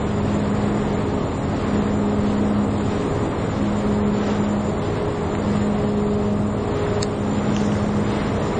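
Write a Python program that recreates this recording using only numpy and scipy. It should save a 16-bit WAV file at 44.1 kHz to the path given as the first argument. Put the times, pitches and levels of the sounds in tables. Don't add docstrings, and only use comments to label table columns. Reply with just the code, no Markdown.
import sys
import numpy as np
from scipy import signal
from scipy.fft import rfft, irfft, next_fast_len
from scipy.io import wavfile
from scipy.ndimage import uniform_filter1d

SR = 44100
rng = np.random.default_rng(int(sys.argv[2]) if len(sys.argv) > 2 else 0)


def voltage_ratio(level):
    return 10 ** (np.asarray(level, float) / 20)


def dump_mix(stems):
    frames = np.atleast_2d(stems).T
    limited = np.clip(frames, -1, 1)
    pcm = np.round(limited * 32767).astype(np.int16)
    wavfile.write(sys.argv[1], SR, pcm)


N = 378819


def clock():
    return np.arange(N) / SR


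def rms_one(x):
    return x / np.sqrt(np.mean(x ** 2) + 1e-20)


def drift(rate_hz):
    every = 40
    pole = np.exp(-2 * np.pi * every * rate_hz / SR)
    noise = rng.standard_normal(N // every + 2002)
    slow = signal.lfilter([1], [1, -2 * pole, pole ** 2], noise)[2000:]
    return np.interp(np.arange(N) / every, np.arange(len(slow)), rms_one(slow))


def tone(turns):
    return np.sqrt(2) * np.sin(2 * np.pi * turns)


def coloured(spectrum, flicker_db):
    size = next_fast_len(N)
    hz, db = np.transpose(spectrum)
    log_hz = np.log(np.fft.rfftfreq(size, 1 / SR) + 1)
    shape = voltage_ratio(np.interp(log_hz, np.log(hz), db, left=-80, right=-80))
    noise = irfft(rfft(rng.standard_normal(size)) * shape, size)[:N]
    return rms_one(noise * voltage_ratio(flicker_db * drift(9)))


def whistle(hz, db, core_hz, skirt_hz, skirt_db):
    blur = [drift(core_hz) + voltage_ratio(skirt_db) * drift(skirt_hz) for side in range(2)]
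    turns = np.cumsum(hz) / SR
    return voltage_ratio(db) * rms_one(blur[0] * tone(turns) + blur[1] * tone(turns + 1 / 4))


# (harmonic, fan [-1 slow, +1 fast],
# level [dB rms], time faced [s], loss in turning [dB/s])
FAN_TONES = [
    (1, -1, -27, 2.3, 0.55),
    (1, 1, -27, 8.3, 0.65),
    (2, -1, -31.5, 6.3, 1.64),
    (2, 1, -33, 6.5, 0.55),
    (3, -1, -38.5, 5.5, 2),
]


def fans(blade_hz=206.8, waver_db=1.8):
    t, out = clock(), 0
    since = t - 5.02
    slip = since / 1.79 + .0055 * since ** 2 + .5
    node_db = -8 * np.exp(-((t - 7.8) / .36) ** 2)
    for harmonic, fan, db, facing, loss in FAN_TONES:
        k, fan = round(harmonic), np.sign(fan)
        second = k == 2
        path = second * fan * .07 * (t - 4.6) / 2
        level_db = db - loss * np.abs(t - facing) + second * node_db + waver_db * drift(1.8)
        out = out + voltage_ratio(level_db) * tone(k * (blade_hz * t + fan * slip / 2) - path)
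    return out


def steady_hum(hz, db, waver_db=1.64, waver_turns=0.065):
    level = voltage_ratio(db + waver_db * drift(0.26))
    return level * tone(hz * clock() + rng.random() + waver_turns * drift(.4))


ORDER_NUMBERS = [2, 5, 7, 9, 10, 11, 12, 14, 19, 72]
ORDER_DB = [-60.5, -55.5, -48, -43.5, -49, -53.5, -46, -34.5, -45, -56]


def generator(cycle_hz=7.497):
    return sum(steady_hum(k * cycle_hz, db) for k, db in zip(ORDER_NUMBERS, ORDER_DB))


HUM_HZ = [29.86, 45.81, 59.5, 84.87, 121.1, 127.3, 135.8, 160.42, 233.0, 327.5, 473.9, 531.5, 621.1]
HUM_DB = [-43, -45, -50, -37, -45, -45, -44, -37.5, -48, -44, -42, -52, -50]


def motors():
    return sum(steady_hum(hz, db) for hz, db in zip(HUM_HZ, HUM_DB))


def panel(hz=269.75, beat_s=5.5):
    t = clock() - 2.2
    pair = tone(hz * t) + voltage_ratio(-0.5) * tone(hz * t + t / beat_s)
    return voltage_ratio(-36.5 - 1.4 * np.maximum(t, 0) + 0.74 * drift(1.5)) * pair


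# (time [s], peak level [dB], ring [Hz], snap [Hz], length [s])
TICKS = [
    (5.3517, -19.5, 2600, 3300, .0004),
    (6.8662, -25, 2040, 3300, .0007),
    (7.0294, -11.5, 5500, 7600, .0008),
    (7.5651, -17.5, 3600, 6200, .0008),
    (7.7194, -29, 3500, 5000, .0015),
    (7.7537, -27, 1900, 3400, .0008),
]


def ticks():
    out, t = np.zeros(N), np.arange(400) / SR
    shell = voltage_ratio(-7) * np.sin(2 * np.pi * 1800 * t)
    for s, db, ring_hz, snap_hz, length in TICKS:
        age = t / length
        settling = 1 - .3 * np.tanh(age / 3)
        ring = np.sin(2 * np.pi * ring_hz * t * settling) + shell
        snap_level = voltage_ratio(min(db + 20.5, 6))
        snap = snap_level * np.sin(2 * np.pi * snap_hz * t) * np.exp(-age * 2.2)
        snap[:3] += voltage_ratio(2) * np.array([1, 0, -1])
        at = round(s * SR)
        out[at:at + len(t)] -= voltage_ratio(db) * (ring * age * np.exp(1 - age ** 1.5) + snap)
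    return out


def gain_control(peak_s=.09):
    late = [np.maximum(clock() - s, 0) / peak_s for s, db, *_ in TICKS if db > -14]
    return voltage_ratio(sum(-1.3 * a * np.exp(1 - a) for a in late))


# (frequency [Hz], level [dB per Hz])
RUB = [(3500, -17.5), (5000, 2), (6300, 1.5), (7500, -5.5), (8400, 0), (9000, -28)]


def rustle(start_s=7.57, length_s=.22):
    done = (clock() - start_s) / length_s
    db = np.where(done < 1, -46.5 - 2.5 * done, -54)
    return uniform_filter1d(voltage_ratio(db) * (done > 0), size=1000) * coloured(RUB, flicker_db=0.5)


# (time [s], level [dB])
EXPOSURE = [(0.0, -38.5), (1.34, -40.5), (1.72, -38), (2.03, -40.5), (3.66, -39), (5.74, -40), (6.22, -44),
            (6.94, -39), (7.15, -39), (7.58, -38), (7.94, -39), (8.59, -36.5)]


def exposure():
    s, open_db = np.transpose(EXPOSURE)
    db = np.interp(clock(), s, open_db)
    return db - db.mean()


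STROKES = [0.99, 0.66, 1, .9, 1.1, .7, 1.1, .6, .9, .6, 1.1, 1.3, 1.3, .9]


def pump_puffs(stroke_s=.651, first_s=.34):
    strokes = (clock() - first_s) / stroke_s
    return np.cos(np.pi * strokes) ** 4 * np.take(STROKES, np.round(strokes).astype(int).clip(0))


# (frequency [Hz], level [dB per Hz])
RUMBLE = [(15, -18), (30, -10), (60, -6), (100, 0.5), (150, -0.5), (250, -2), (400, -3), (600, -7),
          (1000, -11), (1250, -13), (1500, -24), (2200, -38.5)]


def deck_rumble(gust):
    return voltage_ratio(-24.5 + .5 * exposure() + 0.32 * gust) * coloured(RUMBLE, flicker_db=0.16)


# (frequency [Hz], level [dB per Hz])
RUSH = [(900, -25), (1400, 1), (2050, 0.5), (2500, -6.5), (3200, -27.5)]


def exhaust_rush(gust, puff):
    return voltage_ratio(-42 + exposure() + .7 * gust + 1.8 * puff) * coloured(RUSH, flicker_db=.5)


# (frequency [Hz], level [dB per Hz])
HISS = [(1800, -19.5), (2600, 2), (3500, 1.35), (4500, -4.5), (5500, -7.5), (6500, -10), (7500, -11.5),
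        (8300, -13), (9000, -29.5)]


def pump_hiss(gust, puff):
    return voltage_ratio(-46 + .8 * exposure() + .5 * gust + 2.9 * puff) * coloured(HISS, flicker_db=0.96)


def roar():
    gust, puff = drift(2.5), pump_puffs()
    return deck_rumble(gust) + exhaust_rush(gust, puff) + pump_hiss(gust, puff)


# (pitch [Hz], rise [Hz/s], level [dB rms], core width [Hz], skirt width [Hz])
TURBOS = [
    (7118, 1.1, -53, 18, 129),
    (8028, 13, -59.5, 70, 200),
]


def turbochargers():
    out = 0
    for hz, rise, db, core_hz, skirt_hz in TURBOS:
        pitch = hz + rise * clock() + 10 * drift(.5)
        level_db = db + .6 * exposure() + 0.77 * drift(1.1)
        out = out + whistle(pitch, level_db, core_hz, skirt_hz, skirt_db=-4)
    return out


# (time [s], length [s], pitch [Hz], level [dB rms])
SQUEALS = [
    (3.408, 0.26, 5530, -58),
    (3.957, 0.46, 1320, -44.5),
    (7.224, 0.48, 5640, -61),
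    (7.238, 0.48, 7180, -45.5),
    (8.08, 0.32, 2070, -48.5),
]


def squeals():
    t, out = clock(), 0
    for s, length, hz, db in SQUEALS:
        swell = np.sin(np.pi * np.clip((t - s) / length, 0, 1))
        out = out + swell * whistle(np.full(N, hz), db, core_hz=2.2, skirt_hz=42.0, skirt_db=-10.5)
    return out


def scene():
    machines = fans() + generator() + motors() + panel() + roar() + turbochargers() + squeals()
    return (gain_control() * (machines + ticks() + rustle()))[None]


# (frequency [Hz], step [dB])
STEP = [(300, 3), (2500, 5.5), (4500, 10.5), (6000, 9), (7500, 9.5), (8300, 10)]


def coarse_device(x, scatter_db=0.88):
    hop, start, top_line = 1152, 105, 438
    n, line = np.arange(2 * hop)[:, None] + .5, np.arange(top_line) + .5
    window = np.sin(np.pi * n / hop / 2)
    basis = np.sqrt(2 / hop) * window * np.cos(np.pi / hop * (n + hop / 2) * line)
    lead = 2 * hop - start
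    blocks = np.pad(x, (lead, 3 * hop - (N + lead) % hop)).reshape(-1, hop)
    lines = np.hstack([blocks[:-1], blocks[1:]]) @ basis
    typical = np.exp(np.mean(np.log(np.abs(lines) + 1e-9), axis=1, keepdims=True))
    hz, db = np.transpose(STEP)
    step_db = np.interp(line * SR / hop / 2, hz, db) + scatter_db * rng.standard_normal(typical.shape)
    step = typical * voltage_ratio(step_db)
    kept = np.sign(lines) * step * np.floor((np.abs(lines) / step) ** .75 + .4054) ** (4 / 3)
    halves = kept @ basis.T
    return (halves[1:, :hop] + halves[:-1, hop:]).ravel()[lead - hop:][:N]


def band_limit(x):
    return signal.sosfilt(signal.butter(12, 9080, fs=SR, output="sos"), x)


def record(dry):
    mix = coarse_device(dry[0])[None]
    return band_limit(mix)


dry = scene()
out = record(dry)
dump_mix(out)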